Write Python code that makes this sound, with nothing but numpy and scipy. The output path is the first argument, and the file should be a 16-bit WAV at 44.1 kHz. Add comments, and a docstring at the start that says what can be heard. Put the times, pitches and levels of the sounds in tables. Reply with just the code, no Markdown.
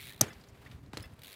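"""A bicycle freewheel buzzes and slows, then starts again, as a small bike hops about on a concrete skatepark.
Each ratchet tooth is a short filtered noise rattle with a fainter hub ring. Tyres land with pulse slaps,
a thump of dying sines and a fading noise scuff; rubber squeals are wobbling tones mixed with grit.
The frame ticks and rings in noise pings and dying sines. Below lie lumpy noise for air, tread hiss
and rolling rumble, and a faint far hum that fades."""
import sys
import numpy as np
from scipy import signal
from scipy.fft import rfft, irfft
from scipy.io import wavfile
from scipy.ndimage import uniform_filter1d

SR = 44100
rng = np.random.default_rng(int(sys.argv[2]) if len(sys.argv) > 2 else 0)


def boost_factor(decibels):
    """Convert a level in decibels to a linear amplitude factor."""
    exponent = np.asarray(decibels, float) / 20
    return 10 ** exponent


def dump(signal):
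    """Clip the signal to [-1, 1] and save it as 16-bit WAV at the path in sys.argv[1]."""
    limited = np.clip(np.atleast_2d(signal).T, -1, 1)
    pcm = np.round(limited * 32767).astype(np.int16)
    wavfile.write(sys.argv[1], SR, pcm)


N = 59535  # length in samples


def read(points, hz):
    """Table value on a log-frequency axis."""
    f, value = np.transpose(points)
    return np.interp(np.log(hz + 1), np.log(f + 1), value)


def follow(curve, s):
    """Value at a time, on straight lines between the points of a (seconds, value) table."""
    return np.interp(s, *np.transpose(curve))


def add(mix, s, sound):
    """Mixes a sound in at a time, cut where it passes either end."""
    at = round(s * SR)
    part, sound = mix[max(at, 0):], sound[max(-at, 0):]
    part[:len(sound)] += sound[:len(part)]


def colour(x, shape_db):
    """Filters by a dB function of frequency, to rms 1."""
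    gain = boost_factor(shape_db(np.fft.rfftfreq(len(x), 1 / SR)))
    y = irfft(rfft(x) * gain, len(x))
    return y / np.sqrt(np.mean(y ** 2))


def lumpiness(size, corner_hz):
    """Slow random drift of rms 1: noise that falls away above the corner."""
    return colour(rng.standard_normal(size), lambda f: -10 * np.log10(1 + (f / corner_hz) ** 4))


def burst(shape_db, t60s, size, order=1):
    """Noise with a near-instant start, each band dying at its own speed; order 2 bends the decay."""
    noise = colour(rng.standard_normal(size), shape_db)
    t, hz_axis = np.arange(size) / SR, np.fft.rfftfreq(size, 1 / SR)
    out = 0
    for k, (hz, t60) in enumerate(t60s):
        # overlapping bands: each is full at its own frequency and gone at its neighbours'
        share = read([(f, j == k) for j, (f, _) in enumerate(t60s)], hz_axis)
        out = out + irfft(rfft(noise) * share, size) * boost_factor(-60 * (t / t60) ** order)
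    return out * np.minimum(t / 0.00027, 1)


def ring(modes_hz, modes, tilt_db=0, order=1):
    """Dying sines that swell over their first cycles, tilted in dB per octave from the first mode."""
    swell_cycles, swell_most_s = 2.6, 0.014
    t, out = np.arange(8192) / SR, 0
    for hz, (db, t60) in zip(modes_hz, modes):
        level = db + tilt_db * np.log2(hz / modes_hz[0])
        decay = boost_factor(level - 60 * (t / t60) ** order)
        swell = (1 - np.exp(-t / min(swell_cycles / hz, swell_most_s))) ** 2
        out = out + decay * swell * np.sin(2 * np.pi * hz * t)
    return out


def bed(spectrum, curve, lumps_db, lump_s):
    """Coloured noise along a level curve, made uneven by slow random lumps (rms in dB)."""
    lumps = lumpiness(N, 1 / lump_s)
    noise = colour(rng.standard_normal(N), lambda f: read(spectrum, f))
    return noise * boost_factor(follow(curve, np.arange(N) / SR) + lumps_db * lumps)


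# Spells of coasting, a list of rows for each. Each row: time in seconds, ratchet teeth passed so far.
RATCHET_TEETH = [
    [(-.0025, 0), (.0608, 9), (.1109, 15), (.1441, 18), (.1775, 20), (.1915, 21)],
    [(1.1918, 0), (1.218, 1), (1.2338, 2), (1.2694, 5), (1.3281, 11), (1.3399, 12)],
]
# Strength of the pawl clicks. Each row: time in seconds, level in dB before random spread.
PAWL_STRENGTH = [(.055, -46), (.11, -48.5), (.19, -57), (1.19, -55.5), (1.23, -47.5), (1.35, -46.5)]
# Tone of the clicks. Each row: frequency in Hz, relative level in dB per Hz.
PAWL_SPECTRUM = [(900, -32.5), (1400, -13), (2330, -3.5), (2900, -8), (3850, -0.5), (4700, -12.5),
                 (5800, -16), (11000, -10)]
# Decay of the pawl rattle. Each row: frequency in Hz, t60 in seconds.
PAWL_DECAY = [(2000, .016), (8000, .011)]
# Decay of the hub shell. Each row: frequency in Hz, t60 in seconds.
HUB_DECAY = [(3000, .1), (8000, .055)]
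# Moving resonance near the hub. Each row: time in seconds, centre in Hz, boost or cut in dB.
HUB_RESONANCE = [(.03, 2270, 7), (0.084, 2350, -4.5), (.108, 1735, 17.5), (.15, 2050, 1)]


def freewheel():
    """Every passing tooth drops the pawls: one short rattle, and a fainter ring of the hub shell."""
    spread_db, slip_s, detune = 1.5, .0002, .06  # random scatter from click to click, standard deviations
    peak_octaves, hub_db = .13, -5
    peak_s, peak_hz, peak_db = np.transpose(HUB_RESONANCE)
    out = np.zeros(N)
    for spell in RATCHET_TEETH:
        s, teeth = np.transpose(spell)
        for at in np.interp(np.arange(teeth[-1] + 1), teeth, s):
            luck, slip, pitch = rng.standard_normal(3)
            db = follow(PAWL_STRENGTH, at) + spread_db * luck
            centre_hz, boost_db = np.interp(at, peak_s, peak_hz), np.interp(at, peak_s, peak_db)

            def peak(f):
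                return boost_db * np.exp(-(np.log2((f + 1) / centre_hz) / peak_octaves) ** 2)

            def pawl_shape(f):
                return read(PAWL_SPECTRUM, f * (1 + detune * pitch)) + peak(f)

            def hub_shape(f):
                return read(PAWL_SPECTRUM, f) + peak(f)

            rattle = burst(pawl_shape, PAWL_DECAY, size=4096, order=2)
            hub = burst(hub_shape, HUB_DECAY, size=4096)
            add(out, at + slip_s * slip, boost_factor(db) * (rattle + boost_factor(hub_db) * hub))
    return out


# Park air. Each row: frequency in Hz, relative level in dB per Hz.
AIR_SPECTRUM = [(200, -18.5), (390, -5.5), (2000, -17.5), (16000, -39)]


def park_air():
    """Wind and open air: lumpy noise around a constant level of -65 dB."""
    return bed(AIR_SPECTRUM, [(0, -65)], lumps_db=2.0, lump_s=0.049)


# Tone of the tyre hiss. Each row: frequency in Hz, relative level in dB per Hz.
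TREAD_SPECTRUM = [(300, -4), (2000, -8), (4600, -14), (5500, -22)]
# Rise and fall of the tyre hiss. Each row: time in seconds, level in dB before the lumps.
TREAD_LEVEL = [(.2, -67), (.35, -60.5), (.52, -69.5), (.62, -62.5), (0.741, -63), (0.781, -78), (.92, -96),
               (1.001, -54.5), (1.1, -66.5)]


def tread_hiss():
    """Hiss of the tyre tread: lumpy noise that swells and fades."""
    return bed(TREAD_SPECTRUM, TREAD_LEVEL, lumps_db=3.0, lump_s=0.018)


# Tone of the rolling rumble. Each row: frequency in Hz, relative level in dB per Hz.
RUMBLE_SPECTRUM = [(20, -21), (50, -6), (110, -2.5), (200, -12), (290, -14), (500, -53)]
# Rise and fall of the rumble. Each row: time in seconds, level in dB before the lumps.
RUMBLE_LEVEL = [(0.081, -56), (0.301, -53.5), (.55, -61.5), (.68, -54.5), (0.829, -52.5), (0.919, -56),
                (1.029, -52), (1.35, -62.5)]


def rolling_rumble():
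    """Low rumble of rolling: lumpy noise that swells and fades."""
    return bed(RUMBLE_SPECTRUM, RUMBLE_LEVEL, lumps_db=3.0, lump_s=0.046)


# Fade of the hum. Each row: time in seconds, peak level in dB.
HUM_LEVEL = [(.6, -66), (.95, -76)]


def far_hum():
    """A faint far hum: one steady 399 Hz sine that fades."""
    t = np.arange(N) / SR
    return np.sin(2 * np.pi * 399 * t) * boost_factor(follow(HUM_LEVEL, t))


# Slaps of the tread. Each row: start in seconds, level in dB, width in seconds, push +1 or pull -1.
TREAD_SLAPS = [(.2090, -28, .00012, 1), (.2105, -21, .00018, 1), (.2106, -9, .00002, 1),
               (.9333, -30, .000035, 1), (.9352, -29, .0002, -1), (.9719, -18, .000045, -1),
               (.9722, -31, .0004, 1)]


def slaps():
    """The tread slaps the concrete: a bell-shaped pressure pulse, then a slower swing the other way."""
    rebound = 2.8  # time constant of the return swing, in pulse widths
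    out = np.zeros(N)
    for s, db, width, sign in TREAD_SLAPS:
        u = np.arange(1024) / SR / width
        pulse = np.exp(-(u - 2) ** 2 / 2)
        swing_back = np.sqrt(2 * np.pi) * u / rebound ** 2 * np.exp(-u / rebound)
        add(out, s, sign * boost_factor(db) * (pulse - swing_back))
    return out


# Tyre landings. Each row: start in seconds, thump level in dB, scuff level in dB, thump tilt in dB per octave.
TYRE_LANDINGS = [(0.2103, -18, -32, 0.6), (0.932, -35, -46, -2), (0.9715, -31.5, -48.5, -3)]
# Pitches of the tyre carcass, in Hz.
CARCASS_PITCHES = [124, 268, 400, 615, 770, 1320]
# Their strengths, in the same order. Each row: relative level in dB before the tilt, t60 in seconds.
CARCASS_MODES = [(5.5, 0.042), (9.5, 0.017), (1, 0.014), (4.5, 0.013), (2.5, 0.011), (-3, 0.009)]
# Tone of the scuff. Each row: frequency in Hz, relative level in dB per Hz.
SCUFF_SPECTRUM = [(35, -28.5), (90, 4.5), (350, 4), (890, -10.5), (1700, -8.5), (6000, -15.5), (16000, -35)]
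# Decay of the scuff. Each row: frequency in Hz, t60 in seconds.
SCUFF_DECAY = [(150, 0.14), (1500, 0.35), (6000, 0.16), (12000, 0.31)]


def thumps_and_scuffs():
    """The tyre carcass thumps in its modes, under a fading noise scuff that breaks up."""
    lumps_db, lumps_hz = 1.8, 90
    out = np.zeros(N)
    for s, thump_db, scuff_db, tilt_db in TYRE_LANDINGS:
        add(out, s, boost_factor(thump_db) * ring(CARCASS_PITCHES, CARCASS_MODES, tilt_db, order=2))
        scuff = burst(lambda f: read(SCUFF_SPECTRUM, f), SCUFF_DECAY, size=16384)
        add(out, s, boost_factor(scuff_db) * scuff * boost_factor(lumps_db * lumpiness(16384, lumps_hz)))
    return out


# Rubber squeals. Each row: start in seconds, length in seconds, pitch in Hz before the wobble and sag,
# level in dB, roughness from 0 to 1, step per overtone in dB.
RUBBER_SQUEALS = [(0.2105, 0.0058, 6350, -15, 0.7, -6.5), (0.28, 0.014, 6700, -59, 0.24, -34),
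                  (0.9712, 0.0069, 4524, -41, 0.71, -37), (1.0252, 0.0074, 5400, -51.5, 0.4, -3)]


def squeals():
    """Stick and slip of rubber: a wobbling tone with overtones, mixed with grit and scattered by the park."""
    wobble_share, sag_share = .2, 0.12  # shares of the pitch before smoothing, both scaled by roughness
    grit_low_hz, grit_tilt_db = 3600, -9  # low cut; dB per octave away from the pitch
    echo_db, echo_t60 = -20.5, 0.039
    t, out = np.arange(1024) / SR, np.zeros(N)
    for s, length, hz, db, rough, step_db in RUBBER_SQUEALS:
        wobble, grit = rng.standard_normal((2, 1024))
        wobble = wobble_share * uniform_filter1d(wobble, size=30)
        sag = sag_share * np.sin(np.pi * t / length)  # the pitch dips mid-squeal
        phase = 2 * np.pi * np.cumsum(hz * (1 + rough * (wobble - sag))) / SR
        tone = sum(boost_factor(k * step_db) * np.sin((k + 1) * phase) for k in range(3))

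        def grit_shape(f):
            low_cut = -10 * np.log10(1 + (grit_low_hz / (f + 1)) ** 12)
            return low_cut + grit_tilt_db * abs(np.log2((f + 1) / hz))

        grit = colour(grit, grit_shape)
        edge = .0006 + (1 - rough) * length * 0.12  # fade in and out, seconds
        shape = np.clip(np.minimum(t, length - t) / edge, 0, 1)
        add(out, s, boost_factor(db) * shape * (np.sqrt(2 - 2 * rough ** 2) * tone + rough * grit))
    echo = burst(np.zeros_like, [(1, echo_t60)], size=8192)
    scattered = signal.fftconvolve(out, echo / np.linalg.norm(echo))[:N]
    return out + boost_factor(echo_db) * scattered


# Blows on the frame. Each row: start in seconds, level in dB, tilt in dB per octave.
FRAME_KNOCKS = [(0.304, -50, -8), (1.028, -82, 9.5), (1.0375, -53.5, -3)]
# Pitches of the frame tubes, in Hz.
FRAME_PITCHES = [1744, 2035, 2654, 3430, 5136, 10260]
# Their strengths, in the same order. 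Each row: relative level in dB before the tilt, t60 in seconds.
FRAME_MODES = [(8.5, 0.037), (2.5, 0.11), (0, 0.095), (3.5, 0.09), (4, 0.082), (-6, 0.1)]


def knocks():
    """Blows that ring the frame tubes in their modes."""
    out = np.zeros(N)
    for s, db, tilt_db in FRAME_KNOCKS:
        add(out, s, boost_factor(db) * ring(FRAME_PITCHES, FRAME_MODES, tilt_db))
    return out


# Ticks of chain and frame. Each row: start in seconds, level in dB, centre in Hz, t60 of the noise in seconds.
CHAIN_TICKS = [(0.3306, -54.5, 4750, 0.056), (.411, -62.5, 4800, 0.073), (0.4387, -58.5, 4200, 0.052),
               (0.4855, -61.5, 6000, 0.069), (0.4972, -70, 7000, 0.0099), (0.547, -57, 2095, 0.014),
               (0.661, -51, 1920, 0.088), (0.7134, -50.5, 2830, 0.035), (0.862, -61, 4070, 0.015),
               (1.0054, -51, 4070, 0.023), (1.1354, -66.5, 9120, 0.021)]
# Short ping at the centre pitch, one row: level in dB relative to the tick, t60 in seconds.
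TICK_PING = (6, .016)


def ticks():
    """Dry ticks of chain and frame: noise gathered around a pitch, and a short ping on it."""
    slope_db = -14.5  # per octave from the centre
    out = np.zeros(N)
    for s, db, hz, t60 in CHAIN_TICKS:
        noise = burst(lambda f: slope_db * abs(np.log2((f + 1) / hz)), [(hz, t60)], size=4096)
        add(out, s, boost_factor(db) * noise)
        add(out, s, boost_factor(db) * ring([hz], [TICK_PING]))
    return out


def scene():
    """All sources summed to one channel."""
    background = park_air() + tread_hiss() + rolling_rumble() + far_hum()
    landings = slaps() + thumps_and_scuffs()
    bike = freewheel() + landings + squeals() + knocks() + ticks()
    return (background + bike)[None]


def band_limit(x):
    """A steep low-pass at the top of the band."""
    return signal.sosfilt(signal.butter(12, 16400, fs=SR, output="sos"), x)


def record(dry):
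    """Band limits of the microphone: a gentle low cut at 40 Hz, a steep high cut at 15.5 kHz."""
    low_cut = signal.butter(2, 40, "high", fs=SR, output="sos")
    high_cut = signal.butter(12, 15500, fs=SR, output="sos")
    mix = signal.sosfilt(high_cut, signal.sosfilt(low_cut, dry))
    return band_limit(mix)


dry = scene()
out = record(dry)
dump(out)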